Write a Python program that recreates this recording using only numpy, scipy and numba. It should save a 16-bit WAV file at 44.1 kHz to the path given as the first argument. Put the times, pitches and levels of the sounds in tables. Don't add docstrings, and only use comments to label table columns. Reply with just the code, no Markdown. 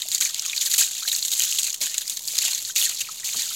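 import sys
import numpy as np
from scipy import signal
from scipy.fft import rfft, irfft
from scipy.io import wavfile
from scipy.ndimage import uniform_filter1d
from numba import njit

SR = 44100
rng = np.random.default_rng(int(sys.argv[2]) if len(sys.argv) > 2 else 0)


def unload_wav(signal):
    wavfile.write(
        sys.argv[1],
        SR,
        np.round(np.clip(np.atleast_2d(signal).T, -1, 1) * 32767).astype(np.int16),
    )


def volts_from_decibels(level):
    exponent = np.asarray(level, float) / 20
    return 10 ** exponent


N = 156555

# (frequency [Hz], density [dB per Hz])
YARD_SPECTRUM = [(20, -17), (45, -24), (70, -13), (85, 0), (200, -2), (300, -6.5), (1000, -6),
                 (3000, -21.5)]
# (time [s], peak [dB], pitch [Hz])
LOW_BUBBLES = [(0.173, -34, 1940), (0.361, -29, 2540), (0.532, -18.5, 2360), (0.74, -21, 1890),
               (0.814, -23, 1553), (0.835, -30, 1920), (1.024, -32, 1300), (1.051, -28.5, 1550),
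               (1.076, -28, 2160), (1.13, -29.5, 1780), (2.008, -39, 1650), (2.205, -47, 943),
               (2.697, -31.5, 1490), (3.072, -30.5, 2320), (3.088, -29, 1270), (3.233, -30.5, 1906),
               (3.29, -23.5, 2360)]
# (time [s], peak [dB], pitch [Hz])
MID_BUBBLES = [(0.0198, -16, 3680), (0.1165, -16, 4290), (0.2234, -10, 3820), (0.3949, -10.5, 5040),
               (0.5781, -11.5, 4470), (1.0316, -19.5, 4050), (1.0786, -14, 4050), (1.117, -12, 3770),
               (1.1502, -13, 4300), (1.2266, -13, 4070), (1.3347, -14, 4010), (1.4037, -15.5, 2970),
               (1.4224, -17.5, 3900), (1.5244, -18, 2800), (1.5853, -13.5, 3280), (2.1695, -23.5, 4150),
               (2.283, -13.5, 4940), (2.6501, -18.5, 4240), (2.815, -12, 3400)]
# (time [s], peak [dB], pitch [Hz])
THUDS = [(.054, -46.5, 635), (.212, -51, 397), (.46, -41.5, 1220), (.795, -60, 239), (.80, -46.5, 615),
         (1.075, -44.5, 680), (1.81, -42, 595), (1.812, -51, 223), (2.337, -46, 610), (2.762, -47.5, 505),
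         (3.345, -36, 1150), (3.358, -46.5, 202), (1.49, -62, 203), (3.02, -57, 110.4), (1.59, -42, 960),
         (3.23, -62, 96), (3.35, -47, 445), (3.35, -46, 657)]
# (time [s], peak [dB], pitch [Hz])
PLINKS = [(.028, -36, 2000), (.065, -35, 2680), (.123, -23, 3830), (.132, -34, 2200), (.211, -30, 1540),
          (.22, -20.5, 2340), (.256, -23, 2340), (.275, -32.5, 1800), (.345, -18, 4600), (.45, -31, 2450),
          (.564, -20.5, 4130), (.67, -30.5, 1840), (.803, -21, 2610), (.933, -31, 3500),
          (.952, -29.5, 4000), (1.097, -18.5, 3800), (1.282, -22, 3600), (1.322, -19, 3690),
          (1.403, -36.5, 1890), (1.42, -20, 2970), (1.477, -24, 3370), (1.548, -30, 3920),
          (1.667, -19, 4090), (1.815, -21, 3860), (1.918, -40, 1800), (1.943, -27.5, 2490),
          (2.098, -24, 3600), (2.245, -31, 4200), (2.452, -25.5, 3300), (2.532, -18.5, 4180),
          (2.707, -29, 3190), (2.761, -17.5, 2650), (2.763, -21, 3630), (2.786, -23, 2480),
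          (2.854, -16, 4260), (3.009, -22, 2670), (3.048, -31, 2520), (3.086, -38, 4300),
          (3.113, -29.5, 6700), (3.249, -23.5, 4390), (3.403, -30, 2300), (3.51, -39, 1320)]
# (time [s], peak [dB], pitch [Hz])
SINKING = [
    (2.862, -29, 1930),
]
# (time [s], level [dB], drop size [dB per octave toward the bass])
FLOW = [(0.0, -30.5, 2.2), (0.1, -35.5, -4.5), (0.3, -30.5, 0.2), (0.5, -28.5, 2), (0.7, -29.5, -2.9),
        (0.9, -28, 0.2), (1.2, -31, -4), (1.45, -23, -2.5), (1.7, -32.5, -2), (1.8, -42, -0.5),
        (1.9, -29.5, 0.5), (2.23, -38, -5), (2.454, -20.5, 1.2), (2.62, -32.5, -2.1), (2.735, -46, -3.2),
        (2.9, -27, 0.3), (3.2, -38.5, -0.7), (3.55, -33, -0.8)]
# (time [s], level [dB], die-away [s])
SLAPS_EARLY = [(0.0185, -22.5, 0.0062), (0.085, -18.5, 0.0016), (0.115, -26.5, 0.031),
               (0.1446, -22.5, 0.015), (0.1782, -20.5, 0.005), (0.2037, -18.5, 0.039), (0.249, -21.5, 0.02),
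               (0.3437, -19, 0.0018), (0.56, -24, 0.023), (0.6064, -23.5, 0.03), (0.6578, -18.5, 0.016),
               (0.696, -22, 0.051), (0.7135, -26, 0.0066), (0.735, -14, 0.01), (0.759, -17.5, 0.006),
               (0.7787, -14, 0.046), (0.949, -23, 0.0035), (1.024, -29, 0.0061), (1.075, -21.5, 0.016),
               (1.113, -25.5, 0.056), (1.248, -25, 0.0096), (1.281, -17, 0.003), (1.3136, -23, 0.024),
               (1.429, -19, 0.019), (1.5475, -18.5, 0.0076), (1.5848, -19.5, 0.018), (1.6299, -19, 0.0046),
               (1.6416, -20.5, 0.012), (1.665, -24, 0.025)]
# (time [s], level [dB], die-away [s])
SLAPS_LATE = [(1.727, -23.5, 0.0036), (1.7402, -27.5, 0.01), (1.8045, -26, 0.038), (1.811, -20.5, 0.035),
              (1.857, -23, 0.019), (1.941, -23, 0.0093), (1.9788, -20, 0.0057), (2.009, -24, 0.011),
              (2.0774, -22, 0.0038), (2.095, -26.5, 0.028), (2.1704, -24.5, 0.0045), (2.1918, -25, 0.0032),
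              (2.2734, -29.5, 0.12), (2.3794, -16.5, 0.0041), (2.508, -21, 0.0091), (2.533, -23, 0.0042),
              (2.646, -31.5, 0.028), (2.672, -29, 0.033), (2.7476, -33, 0.02), (2.8399, -21.5, 0.016),
              (2.8927, -17, 0.0033), (3.005, -22, 0.014), (3.108, -32, 0.016), (3.1679, -36, 0.04),
              (3.2422, -27, 0.36), (3.363, -25.5, 0.035), (3.393, -25.5, 0.045)]
# (time [s], level [dB], length [s])
SHEET = (2.7595, -19, 0.1)
# (time [s], peak [dB])
TICKS = [(0.0195, -16), (0.0862, -13), (0.1166, -14), (0.1487, -2), (0.2044, -18), (0.345, -10),
         (0.396, -23), (0.422, -13), (0.4625, -7.5), (0.5495, -21), (0.5637, -10.5), (0.6095, -15),
         (0.618, -11), (0.664, -15), (0.715, -12), (0.7396, -5), (0.7807, -3), (1.0301, -19), (1.076, -19),
         (1.1628, -5.5), (1.2501, -9), (1.2815, -13), (1.317, -6.5), (1.378, -8), (1.3964, -1.5),
         (1.4205, -4), (1.507, -29), (1.532, -12), (1.5499, -23), (1.586, -14), (1.6307, -23), (1.6437, -9),
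         (1.674, -13), (1.744, -9), (1.8147, -13), (1.943, -12), (1.981, -4), (2.0972, -7), (2.173, -18),
         (2.2558, -17), (2.276, -9.5), (2.3865, 1), (2.4438, -21), (2.7556, -14), (2.7606, -6),
         (2.893, -11), (2.9886, -19), (3.007, -9.5), (3.2446, -13), (3.3704, -11), (3.3958, -10),
         (3.421, -9)]
# (frequency [Hz], density [dB per Hz])
SPRAY_SPECTRUM = [(150, -61), (500, -27), (1000, -22), (2000, -10.5), (3500, -6), (7000, -3.5),
                  (11000, -10.5), (16000, -19)]
# (frequency [Hz], width [Hz], gain [dB])
PORT = [(4150, 1510, 4.5), (5374, 1270, -5), (6765, 1910, 9.5), (9540, 810, -7), (12200, 3500, 4.5)]


def on_log(points, hz):
    p = np.array(points, float)
    return np.interp(np.log(np.maximum(hz, 1)), np.log(p[:, 0]), p[:, 1])


def unit(x):
    return x / np.sqrt(np.mean(x ** 2))


def colour(x, db_at):
    cepstrum = irfft(db_at(np.fft.rfftfreq(2048, 1 / SR)) * np.log(10) / 20)
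    cepstrum[1:1024] *= 2
    cepstrum[1025:] = 0
    response = irfft(np.exp(rfft(cepstrum)))
    return signal.fftconvolve(x, response)[:N]


def highpass(x, hz):
    return signal.sosfilt(signal.butter(2, hz, "high", fs=SR, output="sos"), x)


def walk(rate):
    hold = int(SR / rate)
    steps = np.repeat(rng.standard_normal(N // 20), hold)[:N]
    return unit(uniform_filter1d(steps, hold))


def yard():
    hum = unit(colour(rng.standard_normal(N), lambda hz: on_log(YARD_SPECTRUM, hz)))
    flutter_db = 0.16 * walk(5.8)
    swell_db = 3 * np.arange(N) / N
    return volts_from_decibels(-62 + flutter_db + swell_db) * hum


@njit
def grains(start, hz, cycles, size, glide, swell, total):
    y = np.zeros(total)
    for g in range(len(start)):
        w = 2 * np.pi * hz[g] / SR
        fade = hz[g] / SR / cycles[g] * 3
        phase = 0.
        for i in range(min(int(6 / fade), total - start[g])):
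            phase += max(min(w * (1 + glide * fade * i / 3), 2.8), .01)
            opening = 1 - np.exp(-w * i / swell)
            y[start[g] + i] += size[g] * np.exp(-fade * i) * opening * np.sin(phase)
    return y


def bubbles(rows, cycles, db, glide=0.05):
    r = np.tile(np.array(rows, float), (3, 1))
    delay, detune = rng.random((len(r), 2)).T
    fragment = np.arange(len(r)) >= len(rows)
    at = r[:, 0] + fragment * delay * 14 / r[:, 2]
    hz = r[:, 2] * (1 + fragment * 0.5 * (detune - .4))
    size = volts_from_decibels(r[:, 1] + db - 6.2 * fragment)
    return grains((at * SR).astype(np.int64), hz, cycles + 0 * hz, size, 1. * glide, 5.9, N)


def patter(rate, die_s):
    bed = 0.5
    kicks = (rng.random(N) < rate / SR) * np.minimum(rng.exponential(size=N), 3)
    power = signal.lfilter([1], [1, -np.exp(-1 / (die_s * SR))], kicks)
    return np.sqrt(bed + (1 - bed) * power / power.mean())


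def landing():
    rise_s, slap_db, slap_shape = .0012, -0.22, 2.01
    tick_db, tick_s = -12, 0.002
    t, flow = np.arange(N) / SR, np.array(FLOW)
    drops = patter(190, 0.002)
    power = (volts_from_decibels(np.interp(t, flow[:, 0], flow[:, 1])) * drops) ** 2

    hits = [tuple(r) for r in SLAPS_EARLY] + [tuple(r) for r in SLAPS_LATE]
    hits += [(s, db + tick_db, tick_s) for s, db in TICKS]
    for s, db, die_s in hits:
        a = int(s * SR)
        u = t[a:a + SR // 2] - t[a]
        shape = (1 - np.exp(-u / rise_s)) * np.exp(-(u / max(die_s, .001)) ** slap_shape)
        power[a:a + len(u)] += volts_from_decibels(2 * (db + slap_db)) * shape * np.sqrt(drops[a:a + len(u)])

    sheet_s, sheet_db, sheet_length = SHEET
    since = (t - sheet_s) / sheet_length
    power += volts_from_decibels(2 * sheet_db) * (since > 0) * np.exp(-np.abs(since) ** 8) * drops
    return np.sqrt(power), np.interp(t, flow[:, 0], flow[:, 2])


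def droplets(size, count, cycles, spread_db, lo_hz, hi_hz):
    when, pitch, ring, strength = rng.random((count, 4)).T
    at = (when * N).astype(np.int64)
    hz = lo_hz * (hi_hz / lo_hz) ** pitch
    turns = cycles * (.5 + ring)
    flurry = np.array([walk(50) for _ in range(5)])[(pitch * 5).astype(int), at]
    db = on_log(SPRAY_SPECTRUM, hz) - spread_db * np.log(strength + 0.026)
    db = db - size[at] * np.log2(hz / 5000) + 2 * flurry
    return at, hz, turns, volts_from_decibels(db) * hz / np.sqrt(turns)


def shower(gain, db, drops):
    at, hz, turns, a = drops
    even = np.std(grains(at, hz, turns, a, 0.15, 2.82, N))
    return volts_from_decibels(db) * grains(at, hz, turns, a * gain[at], 0.09, 3.05, N) / even


def stone_tone(x):
    return colour(x, lambda hz: on_log(SPRAY_SPECTRUM, hz))


def hard_drops():
    crack_db, crack_s = -1, .0007
    cracks, r = np.zeros(N), np.array(TICKS)
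    click_peak = np.max(np.abs(stone_tone(np.eye(1, N)[0])))
    cracks[(r[:, 0] * SR).astype(int)] = volts_from_decibels(r[:, 1] + crack_db) / click_peak
    decay = signal.lfilter([1], [1, -np.exp(-1 / (crack_s * SR))], cracks)
    burst = rng.standard_normal(N) * decay / 3
    return highpass(stone_tone(cracks + burst), 3900)


def spray():
    gain, size = landing()
    size = size + 0.014 * (20 * np.log10(gain) + 28)
    mist = volts_from_decibels(-14) * gain * unit(stone_tone(rng.standard_normal(N)))

    strength = volts_from_decibels(np.minimum(rng.exponential(size=N), 4)) * rng.choice([-1, 1], N)
    clicks = np.where(rng.random(N) < 400 / SR, strength, 0)
    clicks = volts_from_decibels(-16) * gain * unit(stone_tone(clicks))

    crackle = droplets(size, count=40000, cycles=0.85, spread_db=4.5, lo_hz=1620, hi_hz=18800)
    fizz = droplets(size, count=14000, cycles=7, spread_db=3.0, lo_hz=2498, hi_hz=17300)
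    plinks = droplets(size, count=2200, cycles=14.4, spread_db=2.5, lo_hz=452, hi_hz=5460)
    fine = mist + clicks + shower(gain, -5.5, crackle)
    fine = highpass(highpass(fine, 2150), 2150)
    return fine + shower(gain, -4, fizz) + shower(gain, -9, plinks) + hard_drops()


def surroundings():
    echo_s, echo_db, tail_s, tail_db = 0.0032, -19, .045, -16
    u = np.arange(SR // 5) / SR
    space = rng.standard_normal(len(u)) * volts_from_decibels(-60 * u / tail_s) * (u > echo_s)
    space *= volts_from_decibels(tail_db) / np.sqrt(np.sum(space ** 2))
    space[0] = 1
    space[int(echo_s * SR)] += volts_from_decibels(echo_db)
    return space


def scene():
    water = spray()
    water = water + bubbles(LOW_BUBBLES, cycles=12, db=5)
    water = water + bubbles(MID_BUBBLES, cycles=10.3, db=7)
    water = water + bubbles(THUDS, cycles=4.1, db=15.3)
    water = water + bubbles(PLINKS, cycles=19, db=5)
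    water = water + bubbles(SINKING, cycles=55, db=2.4, glide=-.35)
    wet = signal.fftconvolve(water, surroundings())[:N]
    return (wet * volts_from_decibels(-3.0) + yard())[None]


def roll_off(x):
    return signal.sosfilt(signal.butter(12, 16680, fs=SR, output="sos"), x)


def record(dry):
    x = colour(dry[0], lambda f: sum(db / (1 + (2 * (f - hz) / w) ** 2) for hz, w, db in PORT))
    x = highpass(np.tanh(1.084 * x) / 1.128, 55)
    x = signal.sosfilt(signal.ellip(8, .2, 45, 15800, fs=SR, output="sos"), x)
    mix = x[None] - .0006
    return roll_off(mix)


dry = scene()
out = record(dry)
unload_wav(out)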